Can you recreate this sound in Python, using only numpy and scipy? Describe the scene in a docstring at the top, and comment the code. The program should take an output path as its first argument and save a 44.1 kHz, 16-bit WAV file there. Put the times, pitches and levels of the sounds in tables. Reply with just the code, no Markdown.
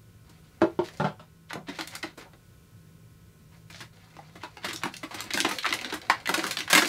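"""A plastic blister tray of toy figures is turned and pressed by fingers; its thin panels buckle and snap.
Buckles are decaying click bursts in bands around each panel's pitch, with tray thump and treble crack.
Grips rustle, crinkle and tick; scrapes are runs of stick-slip clicks; pocket resonances colour all of these.
Early on a cardboard box is knocked down on a countertop and the tray set beside it: damped modes and noise.
A small quiet room adds random echoes to each sound; an appliance hums and whines faintly over soft air noise."""
import sys
import numpy as np
from scipy import signal
from scipy.fft import rfft, irfft, next_fast_len
from scipy.io import wavfile
from scipy.ndimage import uniform_filter1d

SR = 44100
rng = np.random.default_rng(int(sys.argv[2]) if len(sys.argv) > 2 else 0)


def put_to_file(sound):
    """Save the sound as 16-bit audio at rate SR, in the file named by the first command-line argument."""
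    columns = np.atleast_2d(sound).T  # one column per channel
    safe = np.clip(columns, -1, 1)
    whole_steps = np.round(safe * 32767)
    wavfile.write(sys.argv[1], SR, whole_steps.astype(np.int16))


N = 303408  # samples
T = np.arange(N) / SR  # s
RING_T = T[:SR // 3]  # time axis of one ring or echo tail, s


def undb(db):
    """Logarithmic level: decibels converted to an amplitude gain."""
    return 10 ** (np.asarray(db) / 20)


def level(x, db):
    """Mean power: scales a steady sound to an rms level."""
    return x * undb(db) / np.sqrt(np.mean(x ** 2))


def blow(x, db):
    """Impulse energy: gives a short sound the energy of 10 ms at a level."""
    window = 441  # samples in 10 ms
    return x * undb(db) * np.sqrt(window / np.sum(x ** 2))


def band(x, lo_hz, hi_hz, order):
    """Band limitation: causal Butterworth band-pass, its upper edge held below the Nyquist frequency."""
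    edges = [lo_hz, min(hi_hz, 0.43 * SR)]
    return signal.sosfilt(signal.butter(order, edges, "band", fs=SR, output="sos"), x)


def colour(x, points):
    """Minimum-phase filtering: a folded cepstrum turns (Hz, dB) points into a causal response."""
    hz, db = np.transpose(points)
    size = next_fast_len(len(x) // 2 + 1) * 2
    freqs = np.arange(size // 2 + 1) * SR / size
    gain_db = np.interp(np.log(freqs + 1), np.log(hz), db)
    cepstrum = irfft(np.log(undb(gain_db)))
    cepstrum[1:size // 2] *= 2
    cepstrum[size // 2 + 1:] = 0
    response = np.exp(rfft(cepstrum))
    return irfft(rfft(x, size) * response)[:len(x)]


def walk(rate_hz):
    """Slow random fluctuation: smoothed steps of Gaussian values, with a spread near 1."""
    k = int(SR / rate_hz)
    steps = np.repeat(rng.standard_normal(N // k + 1), k)
    return uniform_filter1d(steps, k)[:N]


def fade(t60_s):
    """Exponential damping: the amplitude falls by 60 dB in t60."""
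    return np.exp(-np.log(1000) * RING_T / t60_s)


def add(out, start_s, x):
    """Superposition: mixes a short sound in at its start time."""
    i = int(start_s * SR)
    out[i:i + len(x)] += x[:N - i]


def grains(rate_hz, spread_db, size):
    """Random impulse process: sparse tiny clicks of unequal size."""
    sizes = undb(spread_db * np.minimum(rng.exponential(size=size), 2))
    occurs = rng.random(size) < rate_hz / SR
    return occurs * sizes * rng.standard_normal(size)


def resonate(x, peaks, order):
    """Parallel resonators: sums (Hz, width Hz, dB) peaks; a higher order makes their skirts steeper."""
    out = 0
    for hz, width_hz, db in peaks:
        section = np.concatenate(signal.iirpeak(hz, hz / width_hz, fs=SR))
        out = out + undb(db) * signal.sosfilt([section] * order, x)
    return out


def room(x, wet_db, low_hz, t60_s=0.16, gap_s=0.0015):
    """Reverberation: counter and near walls give a few echoes that thicken into a new random tail per call."""
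    density = np.clip(0.086 + (RING_T / 0.04) ** 2, 0, 1)
    occurs = rng.random(len(RING_T)) < density
    echoes = rng.standard_normal(len(RING_T)) * occurs / np.sqrt(density)
    tail = band(echoes * fade(t60_s) * (RING_T > gap_s), low_hz, 12800, order=1)
    response = undb(wet_db) * tail / np.sqrt(np.sum(tail ** 2))
    response[0] += 1  # direct sound
    return signal.fftconvolve(x, response)[:N]


# spectrum of the soft rumble and hiss, relative: frequency_hz [Hz], gain_db [dB]
AIR_COLOUR = [(15, -56), (25, -16), (110, -2.5), (169, -12), (193, -10.5), (274, -18.5), (421, -18),
              (848, -34), (1020, -28), (1170, -34), (1450, -29.5), (1800, -32.5), (2360, -32.5),
              (3260, -34), (15500, -38.5)]
# hum partials of the appliance: frequency_hz [Hz], level_db [dB rms]
HUM_PARTIALS = [(107.7, -61.5), (161.5, -58.5)]
# thin whine partials of the appliance: frequency_hz [Hz], level_db [dB rms]
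WHINE_PARTIALS = [(1061, -78.5), (1297, -78.5), (1475, -76.5), (1943, -85), (2358, -82.5), (3009, -88)]


def background(waver_db=5.0):
    """Steady noise and tones: coloured air noise, with appliance sines wandering in phase and level."""
    noise = colour(rng.standard_normal(N), AIR_COLOUR)
    air = level(noise, -56.5) * undb(0.76 * walk(2.13))
    hum = np.zeros(N)
    for hz, db in HUM_PARTIALS:
        tone = np.sin(2 * np.pi * hz * T + 1.77 * walk(17.0))
        hum += level(tone * undb(waver_db * walk(4.1)), db)
    whine = np.zeros(N)
    for hz, db in WHINE_PARTIALS:
        tone = np.sin(2 * np.pi * hz * T + 0.5 * walk(7.2))
        whine += level(tone * undb(walk(0.63)), db)
    return air + hum + whine


# broad resonances of the moulded pockets: frequency_hz [Hz], width_hz [Hz], gain_db [dB]
POCKET_PEAKS = [(332, 81, -8.5), (742, 410, -6), (1010, 250, -17.5), (1600, 260, -13), (2028, 160, -4),
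                (4020, 950, -8.5)]


def pockets(x, direct_db=-1.0):
    """Sympathetic resonance: the moulded pockets ring along with whatever happens to the tray."""
    return undb(direct_db) * x + resonate(x, POCKET_PEAKS, order=1)


# rustle spectrum, relative: frequency_hz [Hz], gain_db [dB]
RUSTLE_SPECTRUM = [(100, -24), (180, 2.5), (245, 13), (325, 5), (480, 10.5), (1000, 3.5), (2100, 3.5),
                   (4000, -3.5), (6500, -13), (12000, -65)]
# fingers grip and turn the tray: start_s [s], length_s [s],
# gain_db [dB, drives rubbing and ticks], fine_db [dB, extra gain of the crinkle]
HAND_GRIPS = [(0.238, 0.6, -65.5, -10), (0.831, 0.19, -58.5, -0.5), (1.708, 0.14, -51.5, -8),
              (1.887, 0.093, -52.5, -3), (2.028, 0.07, -56, -14), (2.167, 0.065, -55, -7),
              (3.509, 0.06, -65, -1), (3.704, 0.14, -61.5, 2), (3.92, 0.8, -60.5, -6.5),
              (4.65, 0.27, -57, -2), (4.953, 0.18, -63, 2), (5.114, 0.16, -48, -14), (5.34, 0.073, -48, 9),
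              (5.459, 0.1, -42.5, -2), (5.643, 0.32, -45.5, -9), (6.012, 0.21, -51, -12),
              (6.288, 0.2, -40, -1.5), (6.505, 0.14, -51.5, -1), (6.72, 0.2, -38.5, 5)]


def rubbing(rustle_db=-5, crinkle_db=-6, patchy_db=-3.5, attack_s=0.0067, release_s=0.034):
    """Stick-slip friction: skin and figures slip on the plastic, and its creases tick."""
    slips = np.zeros(N)
    for hz in 100 * 2 ** np.arange(7):
        # as the contact moves, one pocket after another picks up the slips
        octave = band(grains(1500, 5.9, N), hz, 2 * hz, order=2)
        slips += octave * undb(patchy_db * walk(43))
    rustle = level(colour(slips, RUSTLE_SPECTRUM), rustle_db)
    crinkle = level(band(grains(700, 7.5, N), 3130, 8100, order=1), crinkle_db)
    out = np.zeros(N)
    for start_s, length_s, gain_db, fine_db in HAND_GRIPS:
        # a grip tightens, holds and lets go
        tighten = (T - start_s) / attack_s
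        let_go = 1 - (T - start_s - length_s) / release_s
        pressure = np.clip(np.minimum(tighten, let_go), 0, 1)
        out += undb(gain_db) * pressure * (rustle + undb(fine_db) * crinkle)
    return room(out, wet_db=1.0, low_hz=202)


def panel(x, hz, octaves):
    """Plate radiation: passes a band around the pitch; small stiff panels sound purer than large ones."""
    typical_hz, narrowing = 1450, 0.66  # narrowing: octaves of width lost per octave of pitch
    width = max(octaves - narrowing * np.log2(hz / typical_hz), 0.5)
    spread = 2 ** (width / 2)
    return band(x, hz / spread, hz * spread, order=2)


# slow flexing of the whole tray: frequency_hz [Hz], width_hz [Hz, per filter stage], gain_db [dB]
TRAY_FLEX = [(197, 52, -2.5), (312, 93, 2), (585, 210, -14)]


def snap(db, hz, thump_db, crack_db, decay_ms, grit_db=2.0, thump_ms=10, rise=0.22, ring_db=-3, ring_width=0.5):
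    """Snap-through buckling: a panel pops, creases run on as tiny clicks, and the whole tray flexes."""
    ms = 1000 * T[1:SR // 12]
    clicks, sizes, push = rng.standard_normal((3, len(ms)))
    decay_ms = max(decay_ms, 0.1)
    # a long crumple also takes longer to get going
    swell = (1 - np.exp(-ms / (rise * decay_ms))) * np.exp(-ms / decay_ms)
    burst = clicks * undb(grit_db * np.clip(sizes, -2, 2)) * swell
    # a snap that shakes the tray wakes the neighbouring panels: octaves of width gained per dB of thump
    octaves = 2.92 + 0.031 * thump_db
    broad = blow(panel(burst, hz, octaves), 0)
    # the panel rings on for a few cycles at its own pitch
    narrow = 1 + ring_width / 2
    ring = blow(band(burst, hz / narrow, hz * narrow, order=1), ring_db)
    crack = blow(band(burst, 2640, 8700, order=1), crack_db)
    thump = blow(resonate(push * np.exp(-ms / thump_ms), TRAY_FLEX, order=2), thump_db)
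    struck = blow(broad + ring, 0) + crack + thump
    return undb(db) * room(struck, wet_db=-3.5, low_hz=202)


def ticks(count=4):
    """Random creasing: small creases give way around the middle of each grip, louder under a firmer hand."""
    out = np.zeros(N)
    for start_s, length_s, gain_db, _ in HAND_GRIPS:
        for when, size, pitch in rng.triangular(-1, 0, 1, (count, 3)):
            tick_s = min(start_s + length_s * (1 + when) / 2, T[-1])
            hz = 2000 * 2 ** (0.39 * pitch)  # scatter in octaves
            db = gain_db - 3 + 5 * size
            add(out, tick_s, snap(db, hz, thump_db=-15, crack_db=-16, decay_ms=2.28))
    return out


# panels that buckle loudly: start_s [s], level_db [dB, panel sound before room and pockets],
# pitch_hz [Hz], thump_db and crack_db [dB re level], decay_ms [ms, time constant, at least 0.1 is used]
PANEL_SNAPS = [(0.294, -66, 1400, 5, 8, 7), (0.8387, -48.5, 1700, 0, -9, 15),
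               (0.8871, -47.5, 2000, -22, -11, 0.93), (0.9725, -58.5, 4250, -7, -3, 1.5),
               (1.5056, -38.5, 1470, -32, -44, 5.2), (1.531, -35.5, 1400, -8, -10.5, 3.2),
               (1.683, -38, 1430, 3, -25, 15), (1.7867, -33.5, 1350, -4.5, -32, 7.8),
               (1.8094, -34, 1860, -17, -17, 1.6), (1.8735, -59.5, 2500, -18, 19, 3),
               (1.9518, -43, 1430, -36, 5.5, 3), (2.0274, -34.5, 2170, -9, -33, 6.9),
               (2.036, -39, 570, 3, -18, 5.3), (2.1751, -45.5, 1080, 1.5, -5.5, 13),
               (2.3336, -56, 1235, -1, -42, 2.2), (3.6995, -49.5, 1950, -10.5, -3.5, 8.4),
               (3.745, -47.5, 1500, -22, -28, 2.2), (3.803, -41, 1640, -5.5, -10, 12.6),
               (4.1661, -49.5, 1020, -4.5, -28, 2.4), (4.1892, -46.5, 774, -47, -35, 4),
               (4.354, -48, 1260, 0.5, -13, 8.7), (4.4341, -37, 1020, -9.5, -20, 5.3),
               (4.57, -44, 1010, -14, -30, 2.1), (4.6435, -30.5, 1670, -9, -11.5, 12.5),
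               (4.6831, -35.5, 2120, -5.5, -11, 12), (4.7298, -46, 1730, 1.5, 9, 7.6),
               (4.7606, -38, 4700, -36, -12, 0.97), (4.8346, -28.5, 1350, -9, -14, 2.6),
               (4.857, -33, 865, -2, -15, 2), (4.9391, -42, 2670, -25, -7, 3),
               (4.966, -57.5, 3770, -21, 15, 2.3), (5.03, -36.5, 1080, -1.5, -14, 11),
               (5.1078, -40.5, 1160, -10, -23, 10), (5.1422, -39, 1670, -6.5, -2.5, 8.3),
               (5.2056, -46, 1490, -16, 11.5, 1), (5.2402, -53.5, 885, 10, 8, 3.7),
               (5.305, -33, 1940, -15, -23, 5.4), (5.336, -33.5, 5050, -26, -5, 0.85),
               (5.34, -30, 2080, -2, -11, 5.7), (5.3742, -27, 1440, -9.5, -10, 2.6),
               (5.404, -24.5, 4140, -8.5, -23, 0.072), (5.4463, -23.5, 1380, -3.5, -30, 6.5),
               (5.4885, -36, 1770, -4.5, -2, 5.7), (5.5101, -31, 1490, -11, -8, 7.4),
               (5.5848, -31, 2840, -43, -15, 3.4), (5.643, -28, 1560, -67, -35, 8.4),
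               (5.6544, -28.5, 1670, -37, -37, 2), (5.6618, -27.5, 2010, -19, -39, 2.8),
               (5.6895, -36, 2820, -17, -25, 2.7), (5.707, -34.5, 1960, -5, -33, 0.86),
               (5.7256, -26, 1760, -15, -16, 2.3), (5.7369, -36, 1740, -9, 2.5, 4.7),
               (5.7896, -37.5, 2110, -20, -25, 1.3), (5.8114, -39.5, 2460, -8, -7, 3.1),
               (5.8458, -33.5, 2250, -22, -38, 2.1), (5.924, -33.5, 1550, 1, -20, 4.6),
               (5.9386, -35, 1240, -8, -3.5, 6.3), (6.098, -17.5, 1450, -21, -47, 3.4),
               (6.0152, -47, 3000, -20, -14, 2.5), (6.257, -33.5, 2090, -33, -44, 3.7),
               (6.274, -31.5, 2000, -10, -9, 1.8), (6.2913, -25.5, 1320, -4.5, -9, 2.7),
               (6.3402, -24, 1780, -20, -5.5, 4.9), (6.3773, -34, 610, 4.5, -4, 2.8),
               (6.3921, -31.5, 1790, -12, -30, 6.4), (6.4406, -29, 1450, -7, -10.5, 2.1),
               (6.466, -36, 1760, -23, -0.5, 3.3), (6.5087, -35.5, 2480, -22.5, 4.5, 6.4),
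               (6.57, -29.5, 1920, -17, -18, 2), (6.5866, -37.5, 2440, -8, -0.5, 4.9),
               (6.6051, -31, 2400, -16, -33, 2.1), (6.677, -36, 1640, -35, -42, 4),
               (6.699, -26.5, 1870, -21, -0.5, 13), (6.7287, -17.5, 1900, -13, -4, 5.6),
               (6.7503, -19.5, 1970, -4.5, -3, 2.9), (6.757, -22, 1500, -24, -3, 9),
               (6.7746, -17, 1720, -9.5, -9, 7.5), (6.8204, -23.5, 1370, -7, -30, 4.9),
               (6.847, -30, 2100, -4, -25, 2.3)]


def snaps():
    """Elastic instability: the panels that buckle loudly, one snap per row."""
    out = np.zeros(N)
    for start_s, *row in PANEL_SNAPS:
        add(out, start_s, snap(*row))
    return out


# card, figures and fingertips scrape: middle_s [s], level_db [dB, before room and pockets],
# pitch_hz [Hz], half_length_ms [ms, Gaussian spread]
SCRAPE_RUNS = [(0.613, -48.5, 655, 3.6), (0.86, -44.5, 3340, 23), (1.502, -46, 2400, 5.4),
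               (1.679, -47, 1500, 7.5), (1.77, -44, 2800, 26), (1.945, -41, 1640, 14),
               (2.221, -48, 1900, 6.8), (3.773, -43, 3950, 40), (4.432, -44.5, 1740, 19),
               (4.643, -39, 1950, 12), (4.708, -35.5, 1930, 14), (4.824, -45, 1520, 5.1),
               (4.878, -42.5, 1595, 11), (5.195, -36.5, 2070, 14), (5.633, -36, 2460, 5.1),
               (5.906, -37.5, 2340, 6.1), (6.693, -45, 1980, 2.1)]


def scrapes(rate_hz=2200, spread_db=6.0):
    """Stick-slip friction: quick runs of slips swell and die away, heard through a panel."""
    out, t = np.zeros(N), T[:SR // 5]
    middle = t.mean()
    for middle_s, db, hz, half_ms in SCRAPE_RUNS:
        swell = np.exp(-(1000 * (t - middle) / half_ms) ** 2 / 2)
        slips = grains(rate_hz, spread_db, len(t)) * swell
        scrape = blow(panel(slips, hz, octaves=2.22), db)
        add(out, middle_s - middle, room(scrape, wet_db=-8.5, low_hz=202))
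    return out


# dense higher modes of card and plastic, relative: frequency_hz [Hz], gain_db [dB]
KNOCK_SPECTRUM = [(150, -20), (400, 6.5), (900, 5.5), (1400, -1.5), (1950, -5), (3600, 0.5), (6000, -2.5),
                  (15000, -3.5)]


def knocks(table, modes, slap_db, grain_db, slap_t60_s=0.038, grain_t60_s=0.15):
    """Modal impact: a blow slaps the sheet and rings its modes; a softer contact leaves the high ones out."""
    out = np.zeros(N)
    for start_s, db, contact_hz in table:
        ring = np.zeros(len(RING_T))
        for hz, mode_db, t60_s in modes:
            # all modes start together, each a little differently every time
            detuned_hz = hz * (1 + 0.0082 * rng.standard_normal())
            phase = 1.53 * rng.standard_normal()
            ring += undb(mode_db) * fade(t60_s) * np.sin(2 * np.pi * detuned_hz * RING_T + phase)
        slap = colour(rng.standard_normal(len(RING_T)) * fade(slap_t60_s), KNOCK_SPECTRUM)
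        grain = colour(rng.standard_normal(len(RING_T)) * fade(grain_t60_s), KNOCK_SPECTRUM)
        struck = blow(ring, 0) + blow(slap, slap_db) + blow(grain, grain_db)
        softened = signal.sosfilt(signal.butter(2, contact_hz, fs=SR, output="sos"), struck)
        # a light object radiates no deep bass
        radiated = band(softened, 110, 18000, order=3)
        add(out, start_s, room(blow(radiated, db), wet_db=-2.5, low_hz=500))
    return out


# the box hits the counter: start_s [s], level_db [dB, before room], contact_hz [Hz, low-pass cut-off]
BOX_BLOWS = [(0.6168, -13, 1190), (0.7905, -19.5, 980)]
# what the box rings with: frequency_hz [Hz], gain_db [dB, relative], t60_s [s]
BOX_RING = [(111, -3, 0.11), (128, -13, 0.17), (161, -1, 0.063), (196, -1, 0.099), (331, -9.5, .18),
            (342.7, 5, 0.12), (380.7, 0, 0.17), (426, -3.5, 0.15), (466, -14, 0.19), (569, -11.5, 0.1),
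            (620, -3.5, 0.15), (690, -27, 0.11), (841, -6.5, 0.088), (931, -3, 0.076), (980, -13, 0.14),
            (1370, -8, 0.16)]


def box_knocks():
    """Modal impact of a card box: ring and slap equally strong, with a weaker grainy tail."""
    return knocks(BOX_BLOWS, BOX_RING, slap_db=0, grain_db=-6)


# the loaded tray meets the counter or the hand: start_s [s], level_db [dB, before room],
# contact_hz [Hz, low-pass cut-off]
TRAY_BLOWS = [(0.9988, -20, 1350), (1.0425, -20.5, 1600), (1.195, -44, 2700), (1.555, -31.5, 960),
              (2.254, -48.5, 1200), (4.838, -33.5, 397), (4.94, -46, 300), (6.378, -49, 600)]
# what the tray rings with: frequency_hz [Hz], gain_db [dB, relative], t60_s [s]
TRAY_RING = [(119, -18, 0.33), (155.4, 3, 0.17), (194, -1.5, 0.19), (244, -7.5, 0.2), (367.6, -12, 0.19),
             (600, 2, 0.058), (740, -16, 0.26), (876, -0.5, 0.056), (1002, -7, 0.12), (1356, 2.5, 0.045),
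             (1560, -18, 0.18)]


def tray_knocks():
    """Modal impact of a loaded plastic tray: a weak slap under a strong grainy tail."""
    return knocks(TRAY_BLOWS, TRAY_RING, slap_db=-7.5, grain_db=1.5)


def scene():
    """Superposition of box and tray on the counter, in the room."""
    plastic = pockets(rubbing() + ticks() + snaps() + scrapes())
    return (background() + plastic + box_knocks() + tray_knocks())[None]


def record(dry):
    """Band limitation: a steep zero-phase elliptic low-pass cuts the top."""
    top_hz = 15600
    return signal.sosfiltfilt(signal.ellip(8, 0.1, 60, top_hz, fs=SR, output="sos"), dry)


dry = scene()
out = record(dry)
put_to_file(out)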